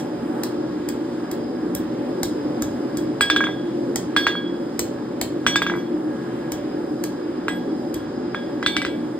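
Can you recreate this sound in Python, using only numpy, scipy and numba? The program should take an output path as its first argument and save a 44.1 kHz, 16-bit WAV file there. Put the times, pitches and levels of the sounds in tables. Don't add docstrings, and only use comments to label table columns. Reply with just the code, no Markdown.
import sys
import numpy as np
from scipy import signal
from scipy.fft import rfft, irfft, next_fast_len
from scipy.io import wavfile
from scipy.ndimage import uniform_filter1d
from numba import njit

SR = 44100
rng = np.random.default_rng(int(sys.argv[2]) if len(sys.argv) > 2 else 0)


def to_wav(sig):
    pcm = np.clip(np.atleast_2d(sig), -1, 1) * 32767
    pcm = np.round(pcm).astype(np.int16)
    wavfile.write(sys.argv[1], SR, pcm.T)


N = 405279
EARLY = 2048
STEP = 64


def undb(db):
    return 10 ** (np.asarray(db) / 20)


def along(table, hz):
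    pitch_hz, value = np.transpose(table)
    return np.interp(np.log(np.maximum(hz, 1)), np.log(pitch_hz), value)


def colour(x, gain):
    size = next_fast_len(x.shape[-1] + EARLY)
    hz = np.arange(size // 2 + 1) * SR / size
    return irfft(rfft(x, size) * gain(hz), size)[..., :x.shape[-1]]


def unit(x):
    return x / np.sqrt(np.mean(x ** 2))


def smooth_twice(x, width):
    return uniform_filter1d(uniform_filter1d(x, width), width)


@njit
def ring(at, gain, turn, decay, kept, damp, swell, waver, step, length):
    out = np.zeros((2, length))
    for m in range(len(turn)):
        z, spin, push = 0j, 0j, 0j
        choke, strike, left = 1., 0, 0
        for i in range(length):
            if strike < len(at) and i >= at[strike]:
                spin = np.exp(1j * turn[m] - decay[m] * damp[strike])
                push = gain[strike, m] / swell + 0j
                if abs(z) > 1e-6:
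                    push *= z / abs(z)
                choke = kept[strike] ** (1 / swell)
                left = swell
                strike += 1
            if left > 0:
                z = choke * z + push
                push *= spin
                left -= 1
            elif abs(z.real) + abs(z.imag) < 1e-7:
                continue
            z *= spin
            out[0, i] += (z * waver[m, 0, i // step]).imag
            out[1, i] += (z * waver[m, 1, i // step]).imag
    return out


def wavers(hz):
    waver_db, waver_per_s = 3.5, 45
    drift_rad, drift_per_s = .9, 9
    drift_low_hz, drift_high_hz = 3450, 4700
    steps = (N + EARLY) // STEP + 1

    def slow(rate):
        noise = rng.standard_normal((len(hz), 1, steps))
        return unit(smooth_twice(noise, int(SR / STEP / rate)))

    drifting = ((hz > drift_low_hz) & (hz < drift_high_hz))[:, None, None]
    drift = drifting * drift_rad * slow(drift_per_s)
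    opposite = np.array([[1], [-1]])
    return undb(waver_db * slow(waver_per_s)) * np.exp(.5j * drift * opposite)


def anvil(s, ring_db, kept_db, damp):
    # [pitch_hz, level_db, t60_s: time to fall 60 dB at damping 1]
    modes = [(1634, 1, .24), (1634, -10, .8), (1575, -11, .12), (1997, 0, .22), (2072, -7, .15),
             (2287, 1, .15), (2287, -7, .5), (2430, -8, .15), (2690, -6, .09), (2848, -17, .15),
             (3040, -9, .08), (3337, -1, .78), (3388, -9, .2), (3500, 2, .06), (3555, -3, .2),
             (3555, -11, .7), (4393, 1, .65), (4852, 0, .22), (5006, -7, .22), (5343, -6, .24),
             (5545, -7, .6), (5881, 1, .3), (6490, -3, .16), (6609, 0, .22), (7321, -7, .18),
             (8059, 0, .26), (9130, -12, .25), (9603, -4, .2), (11450, -2, .4), (12219, 0, .7),
             (13119, -3, .4), (14860, 0, .13)]
    known_hz = [1634, 1997, 2287, 3337, 3555, 4393, 4852, 6609, 8059, 12219, 14860]
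    swell = 250
    hz, mode_db, t60 = np.transpose(modes)
    spot = rng.standard_normal((len(s), len(hz))) * ~np.isin(hz, known_hz)
    strike_db = np.array([along(list(zip(known_hz, row)), hz) for row in ring_db])
    gain = undb(strike_db + mode_db + 4 * spot)
    at = (s * SR).astype(int) + EARLY
    turn = 2 * np.pi * hz / SR
    decay = np.log(1000) / (t60 * SR)
    kept = undb(np.minimum(kept_db, 0))
    return ring(at, gain, turn, decay, kept, damp, swell, wavers(hz), STEP, N + EARLY)


def crack(t, tilt):
    # [pitch_hz, level_db]
    crack_colour = [(400, 26), (1500, 6.5), (3000, -2), (5000, -0.5), (7000, -1.5), (11000, -8.5),
                    (14000, -6.5), (16000, -16)]
    crack_ms, rise_s = 4.1, 0.0013
    low_hz = 700
    ms = t * 1000
    fade = np.minimum(t / rise_s, 1) * np.exp(-ms / (1.05 * crack_ms))
    fade = fade * np.clip(crack_ms + 2.0 - ms, 0, 1.5)

    def tone(f):
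        octaves = np.log2(np.maximum(f, 500) / 8000)
        return f ** 2 / (f ** 2 + low_hz ** 2) * undb(along(crack_colour, f) + tilt * octaves)

    return colour(rng.standard_normal(len(t)) * fade, tone)


def thud(t):
    upper = np.sin(2 * np.pi * 105 * t) * np.exp(-t / 0.046)
    lower = np.sin(2 * np.pi * 66 * t) * np.exp(-t / 0.066)
    return upper + 0.34 * lower


def blows():
    # [start_s, crack_db, tilt_db per octave, thud_db, ring_through_db]
    bar_blows = [(-.012, -21.5, 2.5, -42.5, -9), (0.434, -16.5, 4.5, -45, -6), (0.887, -19.5, 4.5, -40, -7),
                 (1.3131, -22, 4.5, -38, -7), (1.7488, -16, 6.5, -34, -4), (2.2307, -12, 3.5, -32.5, -4),
                 (2.621, -17.5, 3.5, -31, -2.5), (2.9708, -21, 4.5, -35, 0), (3.9579, -12.5, 3, -34, -7),
                 (4.792, -9, 3.5, -33, -5.5), (5.2128, -11, 3.5, -33, -6), (6.519, -19.5, 3.5, -36, 0),
                 (7.0376, -17.5, 3.5, -45, -2), (7.9414, -21.5, 4.5, -33, -1.5)]
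    choked_db = [-39, -64, -60.5, -43.5, -64.5, -68, -47, -54, -57, -56, -73]
    out, t = np.zeros(N + EARLY), np.arange(8192) / SR
    for start_s, crack_db, tilt, thud_db, _ in bar_blows:
        hit = undb(crack_db) * crack(t, tilt) + undb(thud_db) * thud(t)
        i = int(start_s * SR) + EARLY
        out[i:i + len(t)] += hit[:len(out) - i]
    s, *_, through_db = np.transpose(bar_blows)
    ring_db = np.add.outer(through_db, choked_db)
    return out, anvil(s, ring_db, np.zeros(len(s)), np.full(len(s), 2.2))


def walk(rate):
    k = int(SR / rate)
    return smooth_twice(np.repeat(rng.standard_normal(N // k + 1), k), k)[:N]


def forge():
    # [pitch_hz, level_db]
    roar = [(30, -41), (60, -25), (105, -29.5), (200, -16), (300, -7), (450, -19), (620, -26.5),
            (1000, -26.5), (1700, -31.5), (2300, -39.5), (5000, -47.5), (6500, -49), (11000, -58),
            (14500, -57.5), (16000, -91)]
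    # [pitch_hz, width_hz, level_db over the roar]
    chamber = [(130, 30.4, 14), (179.7, 8.2, 10.5), (241.2, 37.3, 8.5), (309, 24.3, 10), (347.1, 9.8, 13),
               (386.5, 28, 6), (433.5, 8.3, 11.5), (493, 13.3, 8.5), (567, 78, 13), (722, 12, 8),
               (757, 15.3, 9.5), (854, 17, 8.5), (1650, 9, 13)]
    # [start_s, level_db]
    gust = [(0.0, -25), (1.6, -26), (2.5, -24.5), (3.7, -25.5), (4.9, -27), (5.5, -27), (6.3, -26.5),
            (9.19, -26)]
    whistle_hz, whistle_width_hz = 5010, 150
    whistle_db, whistle_waver_db = 9, 3
    size = next_fast_len(N)
    f = np.maximum(np.arange(size // 2 + 1) * SR / size, 1)
    tones_db = sum(db / (1 + (2 * (f - hz) / width) ** 2) for hz, width, db in chamber)
    flame = rfft(rng.standard_normal((2, size))) * undb(along(roar, f) + tones_db)
    out, flutter = 0, walk(2.1)
    for hz in 40 * 2 ** np.arange(9):
        octave = np.cos(np.pi / 2 * np.clip(np.log2(f / hz), -1, 1)) ** 2
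        band = irfft(flame * octave, size)[:, :N]
        out = out + band * undb(0.2 * flutter + 1.38 * walk(9))
    jet = irfft(flame / (1 + (2 * (f - whistle_hz) / whistle_width_hz) ** 2), size)[:, :N]
    out = out + jet * undb(whistle_db + whistle_waver_db * walk(4.5))
    s, db = np.transpose(gust)
    return unit(out) * undb(np.interp(np.arange(N) / SR, s, db))


def shed(x):
    # [pitch_hz, level_db, t60_s: time to fall 60 dB]
    echo_bands = [(274, 9, 0.27), (1260, -30.5, 0.48), (3620, -4, 0.33), (7300, -4.5, 0.17),
                  (14000, -44.5, 0.15)]
    start_s, rise_s = 0.0008, 0.0047
    t = np.arange(24000) / SR
    tails = 0
    for hz, db, t60 in echo_bands:
        noise = rng.standard_normal((2, len(t)))
        band = colour(noise, lambda f: np.exp(-(np.log2(np.maximum(f, 1) / hz) / 1.49) ** 2))
        even = np.sqrt(t60 * SR / (2 * np.log(1000)))
        tails = tails + undb(db - 60 * t / t60) * band / even
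    tails = tails * np.clip((t - start_s) / rise_s, 0, 1)
    return signal.fftconvolve(x[None], tails, axes=1)[:, :len(x)]


def jolt(u):
    return (1 - 2 * u ** 2) * np.exp(-u ** 2)


def knock(t, contact_ms):
    sharpness = 2.21
    mirror_ms, mirror_db, mirror_widen = 0.71, -4.5, 1.78
    clank_hz, clank_ms, clank_db = 1615, 4.1, -13.5
    u = sharpness * (t * 1000 / contact_ms - 2)
    mirror = jolt((u - sharpness * mirror_ms / contact_ms) / mirror_widen)
    shudder = 0.024 * np.sin(2 * np.pi * 78 * t) * np.exp(-t / 0.017)
    late_ms = np.maximum(t * 1000 - 2 * contact_ms, 0)
    clank = np.sin(2 * np.pi * clank_hz * late_ms / 1000) * np.exp(-late_ms / clank_ms)
    return jolt(u) + undb(mirror_db) * mirror + shudder + undb(clank_db) * clank


def clatter(t, contact_ms):
    level_db, fade_ms = -9.5, 12
    top_hz, sharp_ms = 4300, 0.41
    since_ms = t * 1000 - 0.5 * contact_ms
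    fade = .3 * np.exp(-since_ms / 1.1) + undb(level_db) * np.exp(-since_ms / fade_ms)
    fade = (since_ms > 0) * fade

    def tone(f):
        low = f * contact_ms / 560
        high = f * max(contact_ms / sharp_ms, 1) ** 2.7 / top_hz
        return low ** 3.11 / (1 + low ** 3) / (1 + high ** 4)

    return colour(rng.standard_normal(len(t)) * fade, tone)


def bounces():
    # [start_s, knock_db, contact_ms, then ring_db at each known mode of the anvil]
    face_hits = [(3.2085, 0, 0.334, -15.5, -24, -33, -13.5, -39, -41, -23, -30, -22, -41, -30),
                 (3.2998, -0.5, 0.33, -12.5, -26, -33, -15, -17.5, -48, -26, -30, -32, -43, -30),
                 (3.362, -4, 0.3, -17.5, -27, -30, -16.5, -20, -47, -42, -37, -37, -47, -34),
                 (3.406, -6.5, 0.54, -17, -32, -32, -50, -40, -40, -53, -34, -57, -67, -40),
                 (3.4395, -10, 0.46, -29, -40, -61, -26.5, -19, -51, -45, -39, -53, -62, -50),
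                 (3.4689, -12.5, 0.48, -28, -40, -58, -39, -55, -60, -62, -62, -66, -72, -66),
                 (3.4885, -17, 0.98, -58, -39, -57, -55, -73, -60, -57, -56, -66, -74, -67),
                 (4.164, -1.5, 0.39, -11, -26, -30, -14.5, -21, -28.5, -29, -41, -34, -40, -35),
                 (4.2673, -0.5, 0.417, -17, -30, -44, -23, -26.5, -33.5, -40, -37, -43, -52, -35),
                 (4.353, -15, 0.65, -35.5, -67, -44, -37.5, -63, -63, -70, -59, -64, -71, -78),
                 (5.465, 0.5, 0.33, -18.5, -23, -25, -16, -25.5, -33.5, -37, -27, -28, -45, -40),
                 (5.558, -2, 0.36, -17, -22, -30, -36, -11.5, -35, -24, -27, -24, -47, -25),
                 (5.619, -5.5, 0.44, -24, -29, -28, -24, -26, -43, -34, -33, -39, -49, -29),
                 (5.665, -9.5, 0.437, -25, -26, -34, -39, -26, -59, -46, -37, -56, -62, -64),
                 (5.698, -11, 0.46, -28, -35, -35, -45, -50, -66, -72, -45, -64, -70, -58),
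                 (5.7197, -16, 1, -49, -34, -42, -68, -71, -63, -58, -48, -64, -76, -65),
                 (5.738, -15, 0.55, -35, -38, -47, -61, -57, -69, -53, -62, -67, -68, -59),
                 (5.7535, -17, 0.74, -49, -45, -55, -69, -66, -73, -59, -65, -68, -74, -66),
                 (5.7628, -20, 0.65, -49, -48, -55, -60, -65, -71, -66, -64, -64, -72, -62),
                 (5.774, -22, 0.83, -53, -51, -62, -59, -69, -64, -54, -66, -66, -74, -58),
                 (5.7834, -30, 0.47, -61, -48, -55, -68, -59, -68, -62, -65, -70, -77, -56),
                 (7.4823, -7, 0.43, -25.5, -23.5, -52, -33.5, -59, -58, -56, -53, -37, -52, -53),
                 (8.346, -11, 0.477, -30, -51, -51, -37, -35, -65, -64, -54, -64, -67, -68),
                 (8.6274, -12.5, 0.4, -34, -25, -37, -34, -53, -52, -55, -59, -64, -68, -67),
                 (8.6623, -1, 0.25, -22, -24, -17, -27.5, -11, -30, -52, -39, -31, -47, -64),
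                 (8.7659, -2.5, 0.23, -25.5, -23, -8, -32, -33, -48, -49, -43, -33, -47, -64),
                 (8.8176, -12, 0.28, -27, -19, -27, -49, -31, -50, -46, -58, -40, -62, -68),
                 (8.8493, -8, 0.28, -37, -34, -31, -41.5, -55, -60, -46, -60, -37, -60, -68),
                 (8.865, -18, 0.31, -59, -42, -45, -45, -41, -62, -65, -66, -69, -72, -66)]
    kept_db = -8
    flight_damp, chatter_damp, rest_damp = 1.33, 2.74, 1.3
    chatter_s, rest_s = .08, .2
    out, t = np.zeros(N + EARLY), np.arange(4096) / SR
    for start_s, db, contact_ms, *_ in face_hits:
        hit = knock(t, contact_ms) + clatter(t, contact_ms)
        i = int(start_s * SR) + EARLY - int((2 * contact_ms - .7) * SR / 1000)
        out[i:i + len(t)] += undb(db) * hit
    s, knock_db, _, *ring_db = np.transpose(face_hits)
    flight = np.diff(s, append=N / SR)
    damp = np.where(flight < rest_s, flight_damp, rest_damp)
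    damp = np.where(flight < chatter_s, chatter_damp, damp)
    return out, anvil(s, np.transpose(ring_db), kept_db * undb(knock_db), damp)


def beam(rings):
    # [pitch_hz, left_minus_right_db, left_lead_rad beyond that of all sounds]
    directions = [(1634, -2, .6), (2287, -1, .3), (3337, -2, -.8), (3555, -2.5, .3), (4393, -4, .7),
                  (4852, 0, 0)]
    hz, lean_db, lead = np.transpose(directions)
    side = np.array([[.5], [-.5]])

    def tone(f):
        return undb(side * np.interp(f, hz, lean_db)) * np.exp(1j * side * np.interp(f, hz, lead))

    return colour(rings, tone)


def scene():
    # [pitch_hz, level_db]
    difference = [(60, -67), (350, -15.5), (700, -3.5), (1300, -3), (2000, -13.5), (3200, 1.5), (5000, -2),
                  (5800, -18), (7000, -6), (8200, -30), (9500, 7), (11000, -81), (12000, 4.5), (13500, -29),
                  (15000, 1)]
    crack_echo_db, knock_echo_db = -1, -4.5
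    ring_echo_db = -7.5
    cracks, choked = blows()
    knocks, rings = bounces()
    rings = rings + choked
    to_walls = undb(crack_echo_db) * cracks + undb(knock_echo_db) * knocks
    to_walls = to_walls + undb(ring_echo_db) * rings.mean(axis=0)
    shared, apart = shed(to_walls)[:, EARLY:] + forge()
    apart = colour(apart, lambda f: undb(along(difference, f)))
    direct = (cracks + knocks + beam(rings))[:, EARLY:]
    return direct + shared + np.array([apart, -apart])


def record(dry):
    # [pitch_hz, left_lead_rad]
    port_lead = [(20, 0), (600, -.9), (1700, 0), (2200, .9), (2800, 2.4), (3400, 1.7), (4300, 1.3),
                 (4900, .9), (5750, 3.14), (8200, 6.28), (10900, 9.42), (13400, 12.4), (15600, 15.7)]
    # [pitch_hz, left_minus_right_db]
    port_lean = [(350, 0.5), (700, -2.5), (2500, 0.2), (4400, -1.5), (5500, 0.2)]
    low_hz, top_hz = 45, 16450
    f, lead = np.transpose(port_lead)
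    side = np.array([[.5], [-.5]])

    def tone(hz):
        return undb(side * along(port_lean, hz)) * np.exp(1j * side * np.interp(hz, f, lead))

    pair = colour(dry, tone)
    pair = signal.sosfilt(signal.butter(N=3, Wn=low_hz, btype="high", fs=SR, output="sos"), pair)
    rounded = np.tanh(0.62 * pair) / 0.57
    return signal.sosfilt(signal.ellip(10, .2, 80, top_hz, fs=SR, output="sos"), rounded)


dry = scene()
out = record(dry)
to_wav(out)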